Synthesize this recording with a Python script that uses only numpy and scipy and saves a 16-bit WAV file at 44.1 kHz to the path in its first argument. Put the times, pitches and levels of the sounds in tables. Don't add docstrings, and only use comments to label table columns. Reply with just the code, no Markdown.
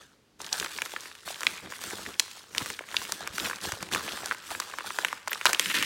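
import sys
import numpy as np
from scipy import signal
from scipy.fft import rfft, irfft, next_fast_len
from scipy.io import wavfile
from scipy.ndimage import uniform_filter1d, map_coordinates

SR = 44100
rng = np.random.default_rng(int(sys.argv[2]) if len(sys.argv) > 2 else 0)


def waveform_to_disk(signal):
    frames = np.transpose(np.atleast_2d(signal))
    scaled = np.clip(frames, -1, 1) * 32767
    samples = np.round(scaled).astype(np.int16)
    wavfile.write(sys.argv[1], SR, samples)


N = 257984
TIME = np.arange(N) / SR
GRAB_S, SLIT_START_S = .4, 5.6


def amp(db):
    return 10 ** (np.asarray(db) / 20)


def unit(x):
    return x / np.sqrt(np.mean(x ** 2) + 1e-20)


def along(points, hz):
    point_hz, value = np.transpose(points)
    return np.interp(np.log(hz + 1), np.log(point_hz), value)


def filtered(x, response):
    size = next_fast_len(N + SR // 2)
    hz = np.fft.rfftfreq(size, 1 / SR)
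    return irfft(rfft(x, size) * response(hz), size)[:N]


def coloured(x, spectrum):
    low_hz, high_hz = spectrum[0][0], spectrum[-1][0]

    def response(hz):
        skirts = np.minimum(hz / low_hz, 1) ** 2 * np.minimum(high_hz / (hz + 1), 1) ** 2
        return amp(along(spectrum, hz)) * skirts
    return unit(filtered(x, response))


def wobble(knots_per_s):
    knots = rng.standard_normal(int(N * knots_per_s / SR) + 4)
    return map_coordinates(knots, [TIME * knots_per_s])


def add(track, start_s, sound):
    span = track[max(round(start_s * SR), 0):][:len(sound)]
    span += sound[:len(span)]


# freq_hz, relative_density_db (per Hz)
BACKGROUND_SPECTRUM = [(45, -6), (100, -4), (400, -7), (700, -16), (5000, -22), (15000, -37)]


def background(level_db=-64.5):
    return amp(level_db) * coloured(rng.standard_normal(N), BACKGROUND_SPECTRUM)


# start_s, rise_s, length_s, sheet_db,
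# padding_rel_db (to sheet), surface_rel_db (to sheet)
SLIDES = [(0, 0.0047, 0.013, -54.5, -25, -2), (0.388, .012, .13, -49.5, -11.5, -0.5),
          (0.519, 0.0085, .105, -38.5, -15.5, -2), (0.681, 0.036, .18, -48.5, -17, 3.5),
          (0.879, 0.033, .19, -51.5, -22, 2), (1.246, .025, .055, -41.5, -16, 0.5),
          (1.367, .07, .17, -45, -13, 0.5), (1.617, .015, .03, -46.5, -4, -24),
          (1.69, 0.016, 0.09, -55, -6, 8.5), (1.797, 0.02, .085, -43, -8, 1.5),
          (1.899, .05, .19, -47, -5, 1), (2.174, 0.015, .2, -56, -21, 6.5),
          (2.503, .11, .125, -43, -7.5, 2), (2.65, 0.025, .06, -48.5, -11, 4.5),
          (2.821, .17, .33, -46, -8, 3.5), (3.191, .02, .065, -43.5, -8, -8),
          (3.322, .02, 0.068, -45.5, -5, 4.5), (3.374, .07, .095, -37, -6.5, -0.5),
          (3.6, .04, 0.096, -39, -9.5, -2), (3.802, 0.011, .015, -44.5, -0.5, -6),
          (3.901, 0.035, .055, -34, -5, -4.5), (3.997, 0.026, .31, -41.5, -9, -2.5),
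          (4.409, .11, .12, -45, -6, 4.5), (4.569, .03, .26, -48.5, -19, -1),
          (4.822, .05, .26, -44, -18.5, 0.5), (5.275, .04, .055, -43, -59.5, -2.5),
          (5.357, 0.016, .08, -53, -28, 5), (5.455, 0.0056, .04, -35.5, -17.5, -2.5),
          (5.581, 0.028, 0.13, -43, -6, 4), (5.736, 0.006, 0.092, -37, -6.5, -2.5)]
# padding_db, sheet_db, surface_db
HOLDING = (-72, -58.5, -57.5)


def contact(sag_db_per_s=6.5, release_db_per_s=116.5):
    power = np.outer(amp(HOLDING) ** 2, TIME > GRAB_S)
    for start_s, rise_s, length_s, sheet_db, padding_rel_db, surface_rel_db in SLIDES:
        age_s = np.maximum(TIME - start_s, 0)
        fade_db = sag_db_per_s * age_s + release_db_per_s * np.maximum(age_s - length_s, 0)
        speed = np.minimum(age_s / rise_s, 1) * amp(sheet_db - fade_db)
        power = power + np.outer(amp([padding_rel_db, 0, surface_rel_db]), speed) ** 2
    return 10 * np.log10(power + 1e-12)


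def friction(slips_per_s, smooth_rms=.75):
    slips = (rng.random(N) < slips_per_s / SR) * rng.standard_normal(N)
    return unit(slips) + smooth_rms * rng.standard_normal(N)


def shifting(x, depth_db):
    spectrogram = signal.stft(x, nperseg=512)[2]
    field = rng.standard_normal(spectrogram.shape)
    field = uniform_filter1d(field, 4, axis=0)
    field = uniform_filter1d(field, 7, axis=1)
    return signal.istft(spectrogram * amp(depth_db * unit(field)), nperseg=512)[1][:N]


# freq_hz, relative_density_db (per Hz)
PADDING_SPECTRUM = [(45, -5.5), (85, 0), (150, -3), (195, 4), (250, -1.5), (340, 2.5), (480, -3.5)]
SHEET_SPECTRUM = [(300, -6), (450, 1), (640, -3), (950, 1.5), (1750, 4.5), (2400, -14), (3500, -0.5)]
SURFACE_SPECTRUM = [(1600, -12), (2600, -8.5), (3400, -8), (5500, -8.5), (8200, -9.5), (10500, -13.5),
                    (16000, -19.5)]


def rubbing(padding_db, sheet_db, surface_db):
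    grip = wobble(45)
    padding = coloured(rng.standard_normal(N), PADDING_SPECTRUM)
    sheet = coloured(shifting(friction(600), depth_db=3.5), SHEET_SPECTRUM)
    surface = coloured(shifting(friction(1200), depth_db=3.0), SURFACE_SPECTRUM)
    padding = amp(padding_db + 3.65 * wobble(35)) * padding
    sheet = amp(sheet_db - 1.0 + 2.0 * grip) * sheet
    surface = amp(surface_db + grip) * surface
    return padding + sheet + surface


def brightening(rub, surface_db, slope_db_per_db=0.36, neutral_db=-45, corner_hz=9000):
    top = filtered(rub, lambda hz: hz ** 6 / (hz ** 6 + corner_hz ** 6))
    boost_db = slope_db_per_db * np.clip(surface_db - neutral_db, -12, 12)
    return rub + top * (amp(boost_db) - 1)


def buckle(pitch_hz, crack_db, size=2048):
    sharp_q, clean_q, clean_below_db = 0.84, 1.5, -48
    crack_hz, dull_hz = 5200, 9000
    flap_db, flap_hz = -13.0, 480
    body_delay_s, flap_delay_s = 0.000386, .0016
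    scatter, scatter_t60_s, scatter_rise_s = 0.61, 0.0095, 0.0017
    hz, t = np.fft.rfftfreq(size, 1 / SR) + 1, np.arange(size) / SR

    def resonance(centre_hz, q):
        return 1 / (1 + 1j * q * (hz / centre_hz - centre_hz / hz))

    q = np.interp(crack_db, [clean_below_db, 0], [clean_q, sharp_q])
    body = unit(resonance(pitch_hz, q) ** 2.16 / (1 + 1j * hz / dull_hz))
    crack = amp(crack_db) * unit(resonance(crack_hz, 0.97) ** 2)
    flap_gain = amp(flap_db) * 2 / (1 + (pitch_hz / 1900) ** 2)
    flap = flap_gain * unit(resonance(flap_hz, 0.82) ** 2)
    pulse = (body + crack) * np.exp(-4j * np.pi * body_delay_s * np.sqrt(hz * 1000))
    pulse = pulse + flap * np.exp(-2j * np.pi * flap_delay_s * 1000 * np.log(hz))
    echoes = rng.standard_normal(size) * amp(-60 * t / scatter_t60_s) * (1 - np.exp(-t / scatter_rise_s))
    echoes = echoes / np.linalg.norm(echoes)
    wave = irfft(pulse * (1 + scatter * rfft(echoes)))
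    return wave / np.linalg.norm(wave) * np.sqrt(SR / 1000)


def crinkles(sheet_db, count=600):
    offset_db, follow_db_per_db, crowding, ceiling_db = -2, 0.85, .055, -28
    median_hz, pitch_spread, size_spread_db = 2100, 0.63, 6.5
    track = np.zeros(N)
    due = np.cumsum(amp(crowding * sheet_db) * (TIME > GRAB_S) * (TIME < SLIT_START_S))
    places = np.searchsorted(due, due[-1] * rng.random(count))
    variations = np.clip(rng.standard_normal((count, 3)), -2, 2)
    for place, (strength, facet, edge) in zip(places, variations):
        wave = buckle(median_hz * np.exp(pitch_spread * facet), crack_db=-12 + 8 * edge)
        level_db = offset_db + follow_db_per_db * sheet_db[place] + size_spread_db * strength
        add(track, place / SR, amp(min(level_db, ceiling_db)) * wave)
    return track


# start_s, level_db (energy as 1 ms rms), pitch_hz, crack_rel_db (to body)
SNAPS = [(0.403, -32.5, 1010, -25), (0.445, -31, 3647, -18), (0.465, -31, 4500, -20),
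         (0.491, -35.5, 2893, -10), (0.5284, -14, 4970, -40), (0.5993, -19.5, 3790, 0.5),
         (0.6266, -23, 1580, -20.5), (0.6467, -24, 1748, -1), (0.7863, -23, 1740, -15),
         (0.8193, -17, 2220, -2), (0.8597, -27, 1510, -3), (0.937, -30, 607, -19),
         (0.9631, -21.5, 1670, -49), (1.304, -30, 570, -40), (1.4075, -26, 1273, 7),
         (1.4325, -20.5, 1860, -2), (1.468, -8, 2600, -17.5), (1.7222, -27.5, 1340, -6),
         (1.839, -26, 1400, 4), (1.9084, -29.5, 1600, -25), (1.932, -25.5, 400, -7),
         (2.0628, -26, 1850, -23), (2.1968, -8, 4030, 2), (2.2007, -17.5, 2370, 6.5),
         (2.549, -24.5, 1980, -2), (2.581, -13.5, 3400, -5), (2.66, -24.5, 1560, 0.5),
         (2.702, -23.5, 1900, -0.5), (2.7913, -24, 1880, -7), (2.808, -30.5, 630, -36),
         (2.9434, -23, 1280, -9), (2.967, -11.5, 3230, -36), (3.1213, -17, 1630, 9),
         (3.207, -28.5, 750, -7), (3.228, -33, 1360, -7), (3.2747, -21.5, 1990, 0),
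         (3.382, -18.5, 1750, -1.5), (3.3992, -21.5, 3470, -12), (3.498, -23, 1410, -12),
         (3.5115, -22.5, 1350, -30), (3.5318, -25, 1480, -18), (3.657, -27, 4370, -16),
         (3.7207, -20, 1420, 0), (3.8274, -23.5, 1190, 1.5), (3.915, -29, 1460, -30),
         (3.9352, -20.5, 3260, -5), (3.9482, -16, 1760, -0.5), (3.9601, -19.5, 1219, -7),
         (4.259, -22, 1400, 11), (4.3116, -15.5, 1540, -45), (4.3205, -20, 1400, -37),
         (4.516, -24.5, 775, -1.5), (4.55, -24, 1560, -20), (4.6007, -17, 1360, 5.5),
         (4.7383, -28, 1150, -17), (4.7856, -22, 1390, -5.5), (4.807, -27, 1410, -18),
         (4.905, -23, 1400, -22), (4.987, -15, 1310, -5.5), (5.048, -11.5, 2040, -5),
         (5.084, -25.5, 2570, -18), (5.1284, -20, 1140, -9), (5.2753, -21, 1300, -7.5),
         (5.28, -22, 1170, 2.5), (5.3175, -20.5, 1620, -22.5), (5.331, -18, 2500, -1),
         (5.4124, -22, 1800, -9), (5.4555, -6.5, 1310, -1.5), (5.5316, -12.5, 2140, 3.5),
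         (5.5472, -15.5, 2920, -9), (5.5961, -9, 2950, 1.5), (5.6587, -19, 2770, -5),
         (5.826, -15, 2420, -1.5), (5.8337, -20, 2120, -14)]


def snaps():
    track = np.zeros(N)
    for start_s, level_db, pitch_hz, crack_rel_db in SNAPS:
        add(track, start_s, amp(level_db) * buckle(pitch_hz, crack_rel_db))
    return track


def hollow(x, ring_hz=950, ring_gain=0.24, dip_hz=620, dip_gain=0.15):
    def mode(hz, centre_hz):
        return 1 / (1 + 3.5j * (hz / centre_hz - centre_hz / (hz + 1)))
    return filtered(x, lambda hz: 1 + ring_gain * mode(hz, ring_hz) - dip_gain * mode(hz, dip_hz))


# freq_hz, t60_s
ROOM_DECAY = [(1500, 0.93), (15000, 0.14)]


def room(x):
    hz, t, spectrogram = signal.stft(rng.standard_normal(SR // 2), SR, nperseg=256)
    decay = amp(-60 * t / along(ROOM_DECAY, hz)[:, None])
    tail = signal.istft(spectrogram * decay, SR, nperseg=256)[1]
    return signal.fftconvolve(x, tail / np.linalg.norm(tail))[:N]


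# start_s, level_db (before makeup and envelope), pitch_hz (nominal)
BUMPS = [(0.612, -30, 411), (1.657, -35.5, 228), (2.614, -28.5, 260.6), (2.623, -28.5, 138),
         (3.304, -36, 83.6), (3.731, -28.5, 101), (3.828, -30, 172)]


def bumps(t60_s=0.028, attack_s=0.0024, sag_s=0.0072, makeup_db=5.0):
    track, t = np.zeros(N), np.arange(SR // 4) / SR
    for start_s, level_db, pitch_hz in BUMPS:
        cycles = pitch_hz * (0.73 * t + .5 * sag_s * (1 - np.exp(-t / sag_s)))
        envelope = amp(level_db + makeup_db - 60 * t / t60_s) * (1 - np.exp(-t / attack_s))
        add(track, start_s, envelope * np.sin(2 * np.pi * cycles))
    return track


# start_s, length_s, level_db (median break), pitch_hz (median)
RUNS = [(2.603, 0.02, -36, 1205), (3.445, 0.017, -32.5, 2180), (5.4601, 0.01, -19.5, 2460),
        (5.697, .022, -28, 2220), (5.741, .042, -26, 2430)]


def runs(crack_db=-10, pitch_spread=0.28, size_spread_db=2.5, count=16):
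    track = np.zeros(N)
    for start_s, length_s, level_db, pitch_hz in RUNS:
        times_s = start_s + length_s * (np.arange(count) + rng.random(count)) / count
        for break_s, (strength, facet) in zip(times_s, rng.standard_normal((count, 2))):
            wave = buckle(pitch_hz * np.exp(pitch_spread * facet), crack_db)
            add(track, break_s, amp(level_db + size_spread_db * strength) * wave)
    return track


# start_s, length_s, pitch_hz
SQUEAK = (5.305, .013, 13400)


def squeak(level_db=-36, width_hz=1600):
    start_s, length_s, pitch_hz = SQUEAK
    band = filtered(rng.standard_normal(N), lambda hz: np.exp(-((hz - pitch_hz) / width_hz) ** 2))
    envelope = np.sin(np.pi * np.clip((TIME - start_s) / length_s, 0, 1))
    return amp(level_db) * unit(band) * envelope


# freq_hz, gain_db
SLIT_COLOUR = [(50, -10), (260, 4.5), (600, -11), (1200, -16), (1800, 9), (2900, -3), (6000, 3)]


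def slitting(rub, sheet_db, count=100):
    level_rel_db, size_spread_db = 8.5, 4
    median_hz, pitch_spread, fade_in_s = 2450, 0.15, 0.012
    cutting = np.clip((TIME - SLIT_START_S) / fade_in_s, 0, 1)
    rasp = filtered(rub, lambda hz: amp(along(SLIT_COLOUR, hz)))
    track = (1 - cutting) * rub + cutting * rasp
    progress = (np.arange(count) + rng.random(count)) / count
    times_s = SLIT_START_S + progress * (N / SR - SLIT_START_S)
    variations = np.clip(rng.standard_normal((count, 2)), -2, 2)
    for break_s, (strength, fibre) in zip(times_s, variations):
        wave = buckle(median_hz * np.exp(pitch_spread * fibre), crack_db=-22)
        level_db = sheet_db[int(break_s * SR)] + level_rel_db + size_spread_db * strength
        add(track, break_s, amp(level_db) * wave)
    return track


def scene():
    padding_db, sheet_db, surface_db = contact()
    rub = brightening(rubbing(padding_db, sheet_db, surface_db), surface_db)
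    rub = slitting(rub, sheet_db)
    creases = hollow(crinkles(sheet_db) + snaps() + runs())
    strikes = creases + bumps() + squeak()
    return (strikes + amp(-19.0) * room(strikes) + rub + background())[None]


def record(dry, bass_hz=36, top_hz=15950):
    clipped = np.clip(dry[0], -1, 1)
    return filtered(clipped, lambda hz: hz ** 4 / (hz ** 4 + bass_hz ** 4) * (hz < top_hz))[None]


dry = scene()
out = record(dry)
waveform_to_disk(out)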